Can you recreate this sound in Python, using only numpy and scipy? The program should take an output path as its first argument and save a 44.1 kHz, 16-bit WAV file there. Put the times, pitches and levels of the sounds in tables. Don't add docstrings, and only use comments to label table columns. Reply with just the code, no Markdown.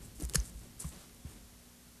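import sys
import numpy as np
from scipy import signal
from scipy.fft import rfft, irfft
from scipy.io import wavfile

SR = 44100
rng = np.random.default_rng(int(sys.argv[2]) if len(sys.argv) > 2 else 0)


def waveform_to_disk(signal):
    frames = np.transpose(np.atleast_2d(signal))
    scaled = np.clip(frames, -1, 1) * 32767
    samples = np.round(scaled).astype(np.int16)
    wavfile.write(sys.argv[1], SR, samples)


N = 88200


def amp(db):
    return 10 ** (np.asarray(db) / 20)


def unit(x):
    return x / np.sqrt(np.mean(x ** 2) + 1e-20)


def seconds(size):
    return np.arange(size) / SR


def add(mix, start, sound):
    part = mix[max(round(start * SR), 0):][:len(sound)]
    part += sound[:len(part)]


def read(points, hz):
    f, value = np.transpose(points)
    return np.interp(np.log(hz + 1), np.log(f + 1), value)


def colour(x, points):
    log_gain = np.log(amp(read(points, abs(np.fft.fftfreq(4096, 1 / SR)))))
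    minimum_phase = np.exp(np.conj(signal.hilbert(log_gain)))
    taps = np.fft.ifft(minimum_phase).real
    return unit(signal.fftconvolve(x, taps)[:len(x)])


def grains(per_s, spread_db, size):
    height = amp(spread_db * np.minimum(rng.exponential(1, size), 3))
    sign = rng.choice([-1., 1.], size)
    present = rng.random(size) < per_s / SR
    return height * sign * present


def burst(decay_s, points):
    t = seconds(2048)
    noise = rng.choice([-1., 1.], len(t))
    crack = colour(noise * np.exp(-t / decay_s), points)
    return crack * np.sqrt(decay_s * SR / 2 / len(t))


def rustle(strokes, points, grain_db):
    grains_per_s = 3800
    t, level = seconds(SR // 2), np.zeros(N)
    for start, db, attack, hold, decay in strokes:
        swell = np.minimum(t / attack, 1)
        fade = np.exp(-np.maximum(t - attack - hold, 0) / decay)
        add(level, start, amp(db) * swell * fade)
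    return level * colour(grains(grains_per_s, grain_db, N), points)


def hair_rustle():
    # start in seconds, level in dB, attack, hold and decay in seconds.
    hair_strokes = [(.0, -58, 0.037, 0.022, 0.029), (.14, -59.5, 0.018, 0.037, .02),
                    (.196, -56, 0.0093, 0.042, 0.013), (.29, -59.5, .02, 0.022, .01),
                    (.36, -60, 0.011, 0.024, 0.042), (.425, -53.5, 0.029, 0.033, 0.017),
                    (.52, -64.5, 0.046, 0.066, .06), (.79, -44.5, .015, 0.018, .014),
                    (.84, -54.5, .01, 0.046, 0.023), (.92, -64.5, 0.018, 0.067, 0.13),
                    (1.25, -62, 0.047, .03, .04)]
    # frequency in Hz, relative level in dB per Hz.
    hair_colour = [(300, -32), (1500, -23), (3700, -17), (5500, -9.5), (7500, -0.5), (9300, 0),
                   (11500, -6.5), (13500, -14.5)]
    return rustle(hair_strokes, hair_colour, grain_db=4.5)


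def cloth_rustle():
    # start in seconds, level in dB, attack, hold and decay in seconds.
    cloth_strokes = [(0, -59.5, 0.0042, .04, 0.091), (.185, -51.5, 0.027, 0.034, .015),
                     (.28, -55.5, .02, 0.042, 0.0081), (.37, -60.5, 0.012, 0.11, 0.074),
                     (.6, -60.5, 0.018, .04, 0.043), (.8, -57.5, 0.013, 0.023, .02),
                     (.841, -51, .002, .004, 0.0068), (.89, -59, 0.03, .09, 0.11),
                     (1.245, -59.5, 0.0091, 0.11, 0.07)]
    # frequency in Hz, relative level in dB per Hz.
    cloth_colour = [(40, -6), (120, 2), (300, 1.5), (600, -8), (1200, -15), (2500, -16.5), (5000, -20.5),
                    (13000, -35)]
    return rustle(cloth_strokes, cloth_colour, grain_db=3.3)


def rumble():
    # time in seconds, level in dB.
    rumble_level = [(0, -51), (.15, -54.5), (.45, -53.5), (.7, -56.5), (.92, -56), (1.1, -64.5),
                    (1.4, -57.5), (1.6, -67), (2, -71)]
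    # frequency in Hz, relative level in dB per Hz.
    rumble_colour = [(15, -19), (30, -8.5), (50, 0.5), (90, -9), (170, -9.5), (300, -22), (800, -44.5)]
    level = amp(np.interp(seconds(N), *np.transpose(rumble_level)))
    return level * colour(rng.standard_normal(N), rumble_colour)


def background():
    hiss_db = -58.5
    # frequency in Hz, rms level in dB.
    hum_tones = [(59.5, -67), (119, -74), (178.5, -72), (240.5, -67), (420, -81), (540, -81)]
    # frequency in Hz, relative level in dB per Hz.
    hiss_colour = [(20, -12.5), (60, -1), (180, -5), (300, -8), (500, -12.5), (900, -14.5), (2500, -17),
                   (6000, -15.5), (10000, -16), (13500, -17.5)]
    t = seconds(N)
    hum = np.zeros(N)
    for hz, db in hum_tones:
        hum += amp(db) * np.sqrt(2) * np.sin(2 * np.pi * (hz * t + rng.random()))
    return hum + amp(hiss_db) * colour(rng.standard_normal(N), hiss_colour)


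def hair_and_blade_ticks():
    decay_s = 0.00073
    # start in seconds, level in dB, centre in Hz, width in octaves,
    # broad body in dB relative to the bright peak.
    tick_rows = [(.1575, -46, 9500, .6, -15), (0.2001, -38, 8500, 0.77, -10), (.2066, -40, 9000, .6, -17),
                 (0.209, -36.5, 9500, .7, -11), (.2239, -31.5, 9500, 0.37, -22),
                 (.2343, -40, 9050, 0.49, -13), (0.238, -38.5, 7000, 0.47, -11),
                 (.2449, -43, 9000, .5, -15), (0.2511, -31.5, 8400, 0.43, -17),
                 (0.29, -42, 8500, 0.43, -15), (.2969, -29.5, 7840, 0.51, -8), (0.3373, -29, 6900, .55, -5),
                 (0.3434, -36, 9000, 0.63, -14), (0.4006, -30, 6350, 0.2, -21),
                 (0.4548, -44, 8500, .3, -20), (.497, -45, 9500, 0.33, -20), (0.593, -47, 8000, .5, -18),
                 (.8005, -34, 9000, 0.18, -32), (.8033, -31.5, 9200, 0.2, -32),
                 (0.8055, -36, 9000, .23, -32), (.891, -41, 8500, .45, -15), (.963, -49, 6500, .7, -12),
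                 (1.147, -48, 9000, .5, -20)]
    hz, out = np.geomspace(100, 16000, 60), np.zeros(N)
    for start, db, centre_hz, width, body_db in tick_rows:
        peak = np.exp(-.5 * (np.log2(hz / centre_hz) / width) ** 2)
        body = amp(body_db) / (1 + (hz / 7000) ** 2)
        tick_colour = np.c_[hz, 20 * np.log10(peak + body)]
        add(out, start, amp(db) * burst(decay_s, tick_colour))
    return out


def bumps():
    shape, sag = 2.08, 0.027
    # start in seconds, peak level in dB, pitch at the peak in Hz, swell time in seconds.
    bump_rows = [(0.195, -43.5, 306, 0.0087), (.218, -37, 300, 0.0042), (0.219, -41, 152.6, .012),
                 (.2195, -45, 600, .002), (.234, -46, 300, .003), (.225, -31, 60, 0.022),
                 (.3455, -34.5, 468, .003), (0.354, -26, 151.4, 0.0078), (.372, -25.5, 54.6, 0.019),
                 (.54, -40, 56.2, 0.023), (.8415, -45, 1130, 0.0022), (.842, -34, 155, .0105),
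                 (.84, -36, 70, .023), (1.245, -47.5, 267, .004), (1.246, -42.5, 139, .008),
                 (1.249, -39, 72, .013)]
    out = np.zeros(N)
    for start, db, hz, swell in bump_rows:
        u = seconds(8192) / swell
        turns = np.cumsum(hz * np.exp(-sag * np.minimum(u - 1, 5))) / SR
        envelope = (u * np.exp(1 - u)) ** shape
        add(out, start, amp(db) * envelope * np.sin(2 * np.pi * turns))
    return out


def hide_drag():
    # start in seconds, level in dB, attack, hold and decay in seconds.
    hide_strokes = [(.205, -60, .01, .03, .008), (.362, -54, .004, 0.013, .06),
                    (.797, -58.5, 0.0089, 0.075, 0.021), (.905, -59, 0.016, .1, 0.074),
                    (1.248, -66, .015, .07, .03)]
    # frequency in Hz, relative level in dB per Hz.
    hide_colour = [(150, -9), (500, 0.5), (1200, -0.5), (2200, -3.5), (3700, -3.5), (7000, -5.5),
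                   (13000, -11)]
    return rustle(hide_strokes, hide_colour, grain_db=3.3)


def cut():
    bite_s, shut_s = .3456, .3569
    crunch_db, crunch_fade_s, hairs_per_s, hair_spread_db = -31.5, 0.0017, 6000, 2
    squeeze_db, squeeze_s = 9.5, 0.0018
    clack_db, clack_decay_s = -22, .0007
    # frequency in Hz, relative level in dB per Hz.
    crunch_colour = [(150, -16), (400, -4), (750, -12.5), (1200, -10.5), (1700, -6), (2300, -14),
                     (3000, -7), (3700, -13.5), (5200, -1), (6000, -10.5), (7500, -2), (9000, -6),
                     (10600, 1), (14000, -19.5)]
    # frequency in Hz, relative level in dB per Hz.
    clack_colour = [(200, -18), (800, -14), (1800, 2), (3000, -5.5), (6000, 4), (11000, -4), (14000, -9)]
    # frequency in Hz, level in dB, time to fall 60 dB in seconds.
    blade_modes = [(1720, -25.5, 0.01), (4280, -30.5, 0.022), (5660, -22, 0.0099), (6570, -18, 0.011),
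                   (7600, -31, .012), (8150, -25, .012), (9260, -29, .01), (10330, -28, .011),
                   (10800, -22, 0.01)]
    t, out = seconds(4096), np.zeros(N)

    from_shut = t + bite_s - shut_s
    squeeze = amp(squeeze_db * np.exp(-(from_shut / squeeze_s) ** 2))
    force = squeeze * np.exp(-np.maximum(from_shut, 0) / crunch_fade_s)
    breaks = grains(hairs_per_s, hair_spread_db, len(t)) * force
    crunch = colour(breaks, crunch_colour) * np.sqrt(np.mean(force ** 2))
    add(out, bite_s, amp(crunch_db) * crunch)

    add(out, shut_s, amp(clack_db) * burst(clack_decay_s, clack_colour))
    for hz, db, t60 in blade_modes:
        ring = np.sin(2 * np.pi * (hz * t + rng.random()))
        add(out, shut_s, amp(db - 60 * t / t60) * ring)
    return out


def room(x):
    tail_db, desk_db, desk_decay_s = -20.5, -21, 0.011
    # frequency in Hz, time to fall 60 dB in seconds.
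    room_decay = [(200, 0.22), (1500, 0.3), (4500, 0.31), (8000, 0.15), (13000, 0.12)]
    t = np.maximum(seconds(SR // 3) - .004, 0)
    early, late = rng.standard_normal((2, len(t))) * (t > 0)
    early = early * np.exp(-t / desk_decay_s)
    hz, age, bands = signal.stft(late, SR, nperseg=256)
    fade = amp(-60 * age / read(room_decay, hz)[:, None])
    late = signal.istft(bands * fade, SR, nperseg=256)[1][:len(t)]
    desk_echo = amp(desk_db) * early / np.linalg.norm(early)
    tail = amp(tail_db) * late / np.linalg.norm(late)
    return x + signal.fftconvolve(x, desk_echo + tail)[:N]


def scene():
    lag_samples = 0.073
    handling = hair_rustle() + cloth_rustle() + hide_drag()
    through_air = room(handling + hair_and_blade_ticks() + cut())
    mic = through_air + rumble() + bumps() + background()
    lag = np.exp(-2j * np.pi * np.fft.rfftfreq(N) * lag_samples)
    return np.array([mic, irfft(rfft(mic) * lag, N)])


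def record(dry):
    edge_hz = 13700
    taps = signal.firwin(401, edge_hz, window=("kaiser", 9), fs=SR)
    return signal.oaconvolve(dry, taps[None], "same")


dry = scene()
out = record(dry)
waveform_to_disk(out)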